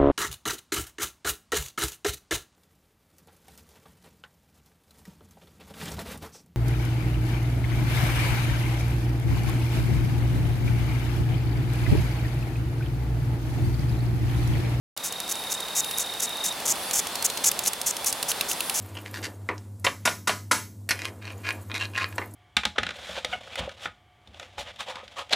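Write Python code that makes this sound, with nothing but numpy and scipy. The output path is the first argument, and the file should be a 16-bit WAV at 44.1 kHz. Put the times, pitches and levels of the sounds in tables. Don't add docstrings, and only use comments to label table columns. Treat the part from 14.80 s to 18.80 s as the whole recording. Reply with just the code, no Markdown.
import sys
import numpy as np
from scipy import signal
from scipy.fft import rfft, irfft
from scipy.io import wavfile

SR = 44100
rng = np.random.default_rng(int(sys.argv[2]) if len(sys.argv) > 2 else 0)


def wav_record(signal):
    frames = np.transpose(np.atleast_2d(signal))
    bounded = np.clip(frames, -1, 1)
    quanta = np.round(bounded * 32767).astype(np.int16)
    wavfile.write(sys.argv[1], SR, quanta)


N = 176400

# frequency_hz, gain_db
THROAT_SPECTRUM = [(500, -14.5), (4200, -15), (5200, -6), (6200, 0), (7500, -3), (8800, -5.5), (10200, -3),
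                   (12000, -5.5), (15500, -14)]
OUTDOOR_DECAY_S = 0.017


def moth():
    sharp, ringing = rasp_pulses()
    buzz = buzz_pulses()
    direct = ring(sharp, THROAT_SPECTRUM)
    direct += undb(2) * ring(ringing, resonance(centre_hz=6820, width_hz=2100))
    direct += ring(buzz, resonance(centre_hz=7150, width_hz=4400))
    return mic_pair(direct) + hand_scatter(sharp + ringing + buzz)


def rasp_pulses():
    # start_s, length_s, relative_level_db, mean_rate_hz
    rasps = [(0.236, .039, -19, 350), (0.491, 0.014, -19, 430), (0.51, 0.016, -15.5, 460),
             (.7, .014, -21.5, 290), (0.716, .013, -14.5, 480), (0.951, 0.007, -16.5, 390),
             (0.9615, 0.044, -13, 370), (1.174, .0095, -17, 420), (1.1943, .015, -14.5, 460),
             (1.399, 0.008, -16, 470), (1.42, 0.015, -15, 460), (1.639, .013, -15.5, 430),
             (1.653, 0.012, -13, 540), (1.855, 0.012, -14, 420), (1.875, 0.016, -13, 430),
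             (1.8936, .030, -12, 370), (2.133, 0.011, -12.5, 470), (2.149, 0.023, -13.5, 420),
             (2.1736, 0.027, -13, 360), (2.444, 0.021, -9, 450), (2.639, 0.012, -11.5, 430),
             (2.656, 0.034, -8.5, 390), (2.836, 0.0053, -16.5, 300), (2.85, 0.018, -18.5, 260),
             (2.871, 0.011, -9, 500), (3.062, 0.022, -12.5, 510), (3.107, 0.003, -10, 360),
             (3.26, 0.024, -13, 550), (3.484, 0.028, -15.5, 460), (3.685, .049, -19.5, 420),
             (3.943, .06, -16.5, 440)]
    swell_db, swell_s = 6.5, .0035
    ring_gap_s, gap_spread_s, ring_from_db = .0028, .00039, -15
    slap_lag_s, slap_gain = .00028, .4
    soft_step = lambda x: .5 + .5 * np.tanh(x / 2)
    sharp, ringing = np.zeros((2, N))
    for start, length, db, rate in rasps:
        times, sizes = flutter(start, length, rate, slowing=.45, jitter=.11)
        sizes *= undb(10 + db - swell_db * np.exp((start - times) / swell_s))
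        slow = soft_step((np.gradient(times) - ring_gap_s) / gap_spread_s)
        ring_share = slow * soft_step(db - ring_from_db)
        snap = sizes * (1 - .76 * ring_share)
        add_pulses(sharp, times, snap)
        add_pulses(sharp, times + slap_lag_s * rng.random(len(times)), -slap_gain * snap)
        add_pulses(ringing, times, sizes * ring_share)
    return sharp, ringing


def buzz_pulses():
    # start_s, length_s, relative_level_db, mean_rate_hz
    buzzes = [(0.279, 0.013, -28.5, 1300), (.738, .014, -24, 1150), (1.213, 0.017, -23, 1150),
              (1.437, 0.022, -20.5, 1000), (1.67, 0.024, -24, 1320), (2.884, .0056, -20.5, 1500),
              (3.087, 0.023, -23.5, 1450), (3.282, 0.025, -24, 2100)]
    fade_db = 3
    out = np.zeros(N)
    for start, length, db, rate in buzzes:
        times, sizes = flutter(start, length, rate, slowing=.285, jitter=.04)
        add_pulses(out, times, sizes * undb(10.5 + db - fade_db * (times - start) / length))
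    return out


def hand_scatter(pulses, decay_s=.002):
    pole = np.exp(-2 / (decay_s * SR))
    power = signal.lfilter([(1 - pole) ** 2], np.poly([pole, pole]), pulses ** 2 + 1e-18)
    return undb(-10) * ring(np.sqrt(power) * rng.standard_normal((2, N)), THROAT_SPECTRUM)


def wingbeats(period_s=.077, soft_db=-37.5):
    # start_s, relative_level_db
    flicks = [(.175, -31), (.324, -30), (.402, -29), (0.555, -35), (0.804, -33.5), (1.045, -30.5),
              (1.111, -30), (1.1838, -30), (2.111, -28), (2.193, -23.5), (2.270, -29.5), (2.355, -27),
              (2.425, -25), (2.500, -28), (2.574, -26.5), (2.643, -24), (2.7152, -26), (2.791, -25),
              (2.861, -27.5), (2.933, -29.5), (3.015, -29.5), (3.167, -32), (3.245, -30.5), (3.327, -27),
              (3.428, -28), (3.516, -30), (3.610, -29), (3.714, -32), (3.806, -31), (3.897, -30)]
    beats = list(flicks)
    for (start, _), (end, _) in zip(flicks, flicks[1:]):
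        count = round((end - start) / period_s)
        beats += [(start + (end - start) * k / count, soft_db) for k in range(1, count)]
    return beats


def wing_ticks():
    # frequency_hz, gain_db
    snap_spectrum = [(500, -18), (1700, -9.5), (2600, -1), (5000, 0), (11000, -2.5), (13000, -4.5),
                     (16000, -15)]
    body_spectrum = [(2000, -21), (2650, 1), (3350, -8.5), (4000, -4), (6600, -21.5), (11000, -12),
                     (14000, -24)]
    # time_s, gain_db
    body_share = [(3.25, -26), (3.5, 2.5)]
    # time_s, gain_db
    treble = [(1.2, 1.5), (2.1, 1), (2.55, -3), (2.7, 5)]
    rise_s, decay_s, echo_s, spread, treble_hz = .00015, .0012, .0032, .2, 8000
    t = np.arange(SR // 60) / SR
    echo = undb(-8) * (t > echo_s) * np.exp(-abs(t - echo_s) / decay_s)
    envelope = (np.exp(-t / decay_s) + echo) * (1 - np.exp(-t / rise_s))
    snap, body = np.zeros((2, 2, N + SR))
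    for start, db in wingbeats():
        mid, side = rng.standard_normal((2, len(t))) * envelope
        burst = (mid + spread * np.array([side, -side])) * undb(25 + db) / np.linalg.norm(mid)
        i = int(start * SR)
        snap[:, i:i + len(t)] += burst
        body[:, i:i + len(t)] += burst * curve(body_share)[i]
    snap = ring(snap, snap_spectrum)
    low = signal.sosfiltfilt(signal.butter(2, treble_hz, fs=SR, output="sos"), snap)
    return pan(low + (snap - low) * curve(treble) + ring(body, body_spectrum), left_db=-2)


def wing_crack(start_s=1.1852):
    impulse = np.zeros(N)
    impulse[int(start_s * SR)] = 1
    return mic_pair(ring(impulse, resonance(centre_hz=10500, width_hz=8000)))


def wing_air(puff_s=.0027):
    out = np.zeros(N)
    for start, db in wingbeats():
        age = (np.arange(N) / SR - start) / puff_s
        out -= undb(db - 21) * (1 - age ** 2) * np.exp(-age ** 2 / 2)
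    return out


def cricket():
    # time_s, level_db
    levels = [(.22, -37.5), (.34, -33.5), (1.1, -30.5), (1.45, -32), (1.72, -27)]
    first_s, period_s, width_s, stop_s = .18, .026, .0054, 1.728
    pitch_hz, glide_hz, jitter_hz, jitter_db = 3729, 94, 6, 1.3
    t = np.arange(N) / SR
    stroke = np.round((t - first_s) / period_s).astype(int)
    age = t - first_s - stroke * period_s
    pitch_draw, level_draw = rng.standard_normal((256, 2))[stroke].T
    hz = pitch_hz - glide_hz * np.sin(2 * np.pi * age / period_s) + jitter_hz * pitch_draw
    strokes = np.exp(-.5 * (age / width_s) ** 2) * undb(jitter_db * level_draw)
    trill = strokes * curve(levels) * (t < stop_s) * np.sin(2 * np.pi * np.cumsum(hz) / SR)
    return outdoor_tail(trill[None], db=-11)


def insect_shimmer(swell_s=.12):
    # peak_s, level_db
    swells = [(.6, -42), (1.1, -38.5), (1.72, -54), (2.08, -37.5), (2.52, -50), (3.3, -44), (3.88, -37)]
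    t, hz = np.arange(N) / SR, np.fft.rfftfreq(N, 1 / SR)
    band = gain_at(resonance(centre_hz=10400, width_hz=2700), hz)
    envelope = sum(undb(db) * np.exp(-((t - peak) / swell_s) ** 2) for peak, db in swells)
    return envelope * np.array([noise(band), noise(band)])


def far_insects(fade_s=.067):
    # start_s, end_s, pitch_hz, width_hz, level_db
    calls = [(1.7, 4.1, 3480, 150, -46), (2.28, 2.66, 4275, 35, -45), (2.01, 2.15, 4590, 80, -45)]
    t, hz = np.arange(N) / SR, np.fft.rfftfreq(N, 1 / SR)
    out = np.zeros((2, N))
    for start, end, pitch, width, db in calls:
        band = 1 / (1 + (2 * (hz - pitch) / width) ** 2)
        fade = np.clip(np.minimum(t - start, end - t) / fade_s, 0, 1)
        out += undb(db) * fade * np.array([noise(band), noise(band)])
    return out


def distant_rush():
    # frequency_hz, gain_db
    spectrum = [(25, -26), (60, -9.5), (120, -8.5), (190, -2.5), (300, -4), (540, 0.5), (880, 2),
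                (1300, -3), (2200, -5.5), (4400, -5.5), (6400, -11.5), (10400, -10.5), (15500, -19)]
    # frequency_hz, gain_db
    width = [(30, -2), (120, -17.5), (900, -21.5), (4400, -11.5), (9000, 0)]
    # time_s, level_db
    levels = [(.2, -38.5), (.55, -36.5), (1.6, -36), (1.9, -34), (2.85, -35), (2.97, -37), (3.6, -34),
              (4, -35.5)]
    hz = np.fft.rfftfreq(N, 1 / SR)
    colour = gain_at(spectrum, hz)
    mid = noise(colour)
    side = irfft(rfft(noise(colour)) * gain_at(width, hz), N)
    return pan((mid + np.array([side, -side])) * curve(levels), left_db=-.76)


def outdoor_tail(x, db):
    t = np.arange(SR // 5) / SR
    response = rng.standard_normal((2, len(t))) * np.exp(-t / OUTDOOR_DECAY_S)
    response /= np.linalg.norm(response, axis=1, keepdims=True)
    return x + undb(db) * signal.fftconvolve(x, response, axes=1)[:, :N]


def mic_pair(x, lag_s=7e-6):
    phase = np.pi * np.fft.rfftfreq(N, 1 / SR) * lag_s
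    return irfft(rfft(x) * np.exp(1j * np.array([phase, -phase])), N)


def flutter(start, length, rate, slowing, jitter, scatter_db=.8):
    count = max(1, round(length * rate))
    gaps = np.exp(slowing * np.linspace(0, 1, count) + jitter * rng.standard_normal(count))
    age = length * np.append(0, np.cumsum(gaps)) / gaps.sum()
    return start + age, undb(scatter_db * rng.standard_normal(count + 1))


def add_pulses(out, times, sizes):
    at = times[:, None] * SR
    index = at.astype(int) + np.arange(-7, 9)
    pulses = sizes[:, None] * np.sinc(index - at) * np.sinc((index - at) / 8)
    np.add.at(out, np.clip(index, 0, N - 1), pulses)


def ring(x, spectrum, size=1024):
    cepstrum = irfft(np.log(gain_at(spectrum, np.fft.rfftfreq(size, 1 / SR))))
    cepstrum[1:size // 2] *= 2
    cepstrum[size // 2 + 1:] = 0
    response = irfft(np.exp(rfft(cepstrum)))
    response /= np.linalg.norm(response)
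    return signal.fftconvolve(np.atleast_2d(x), response[None], axes=1)[:, :N]


def resonance(centre_hz, width_hz):
    hz = np.geomspace(SR / 100, SR / 2, 100)
    detuning = (hz / centre_hz - centre_hz / hz) * centre_hz / width_hz
    return np.c_[hz, -20 * np.log10(1 + detuning ** 2)]


def noise(gain):
    x = irfft(rfft(rng.standard_normal(N)) * gain, N)
    return x / x.std()


def gain_at(points, hz):
    frequencies, db = np.array(points, float).T
    return undb(np.interp(np.log(hz + 1), np.log(frequencies), db))


def curve(points):
    return undb(np.interp(np.arange(N) / SR, *np.array(points).T))


def pan(x, left_db):
    return x * undb(np.array([[left_db], [-left_db]]) / 2)


def undb(db):
    return 10 ** (np.asarray(db) / 20)


def scene():
    close = outdoor_tail(moth() + wing_ticks() + wing_crack(), db=-22)
    return close + wing_air() + cricket() + insect_shimmer() + far_insects() + distant_rush()


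def record(dry):
    start_s, top_hz = .165, 15900
    live = np.arange(N) / SR >= start_s
    return signal.sosfilt(signal.ellip(10, .2, 70, top_hz, fs=SR, output="sos"), dry * live)


dry = scene()
out = record(dry)
wav_record(out)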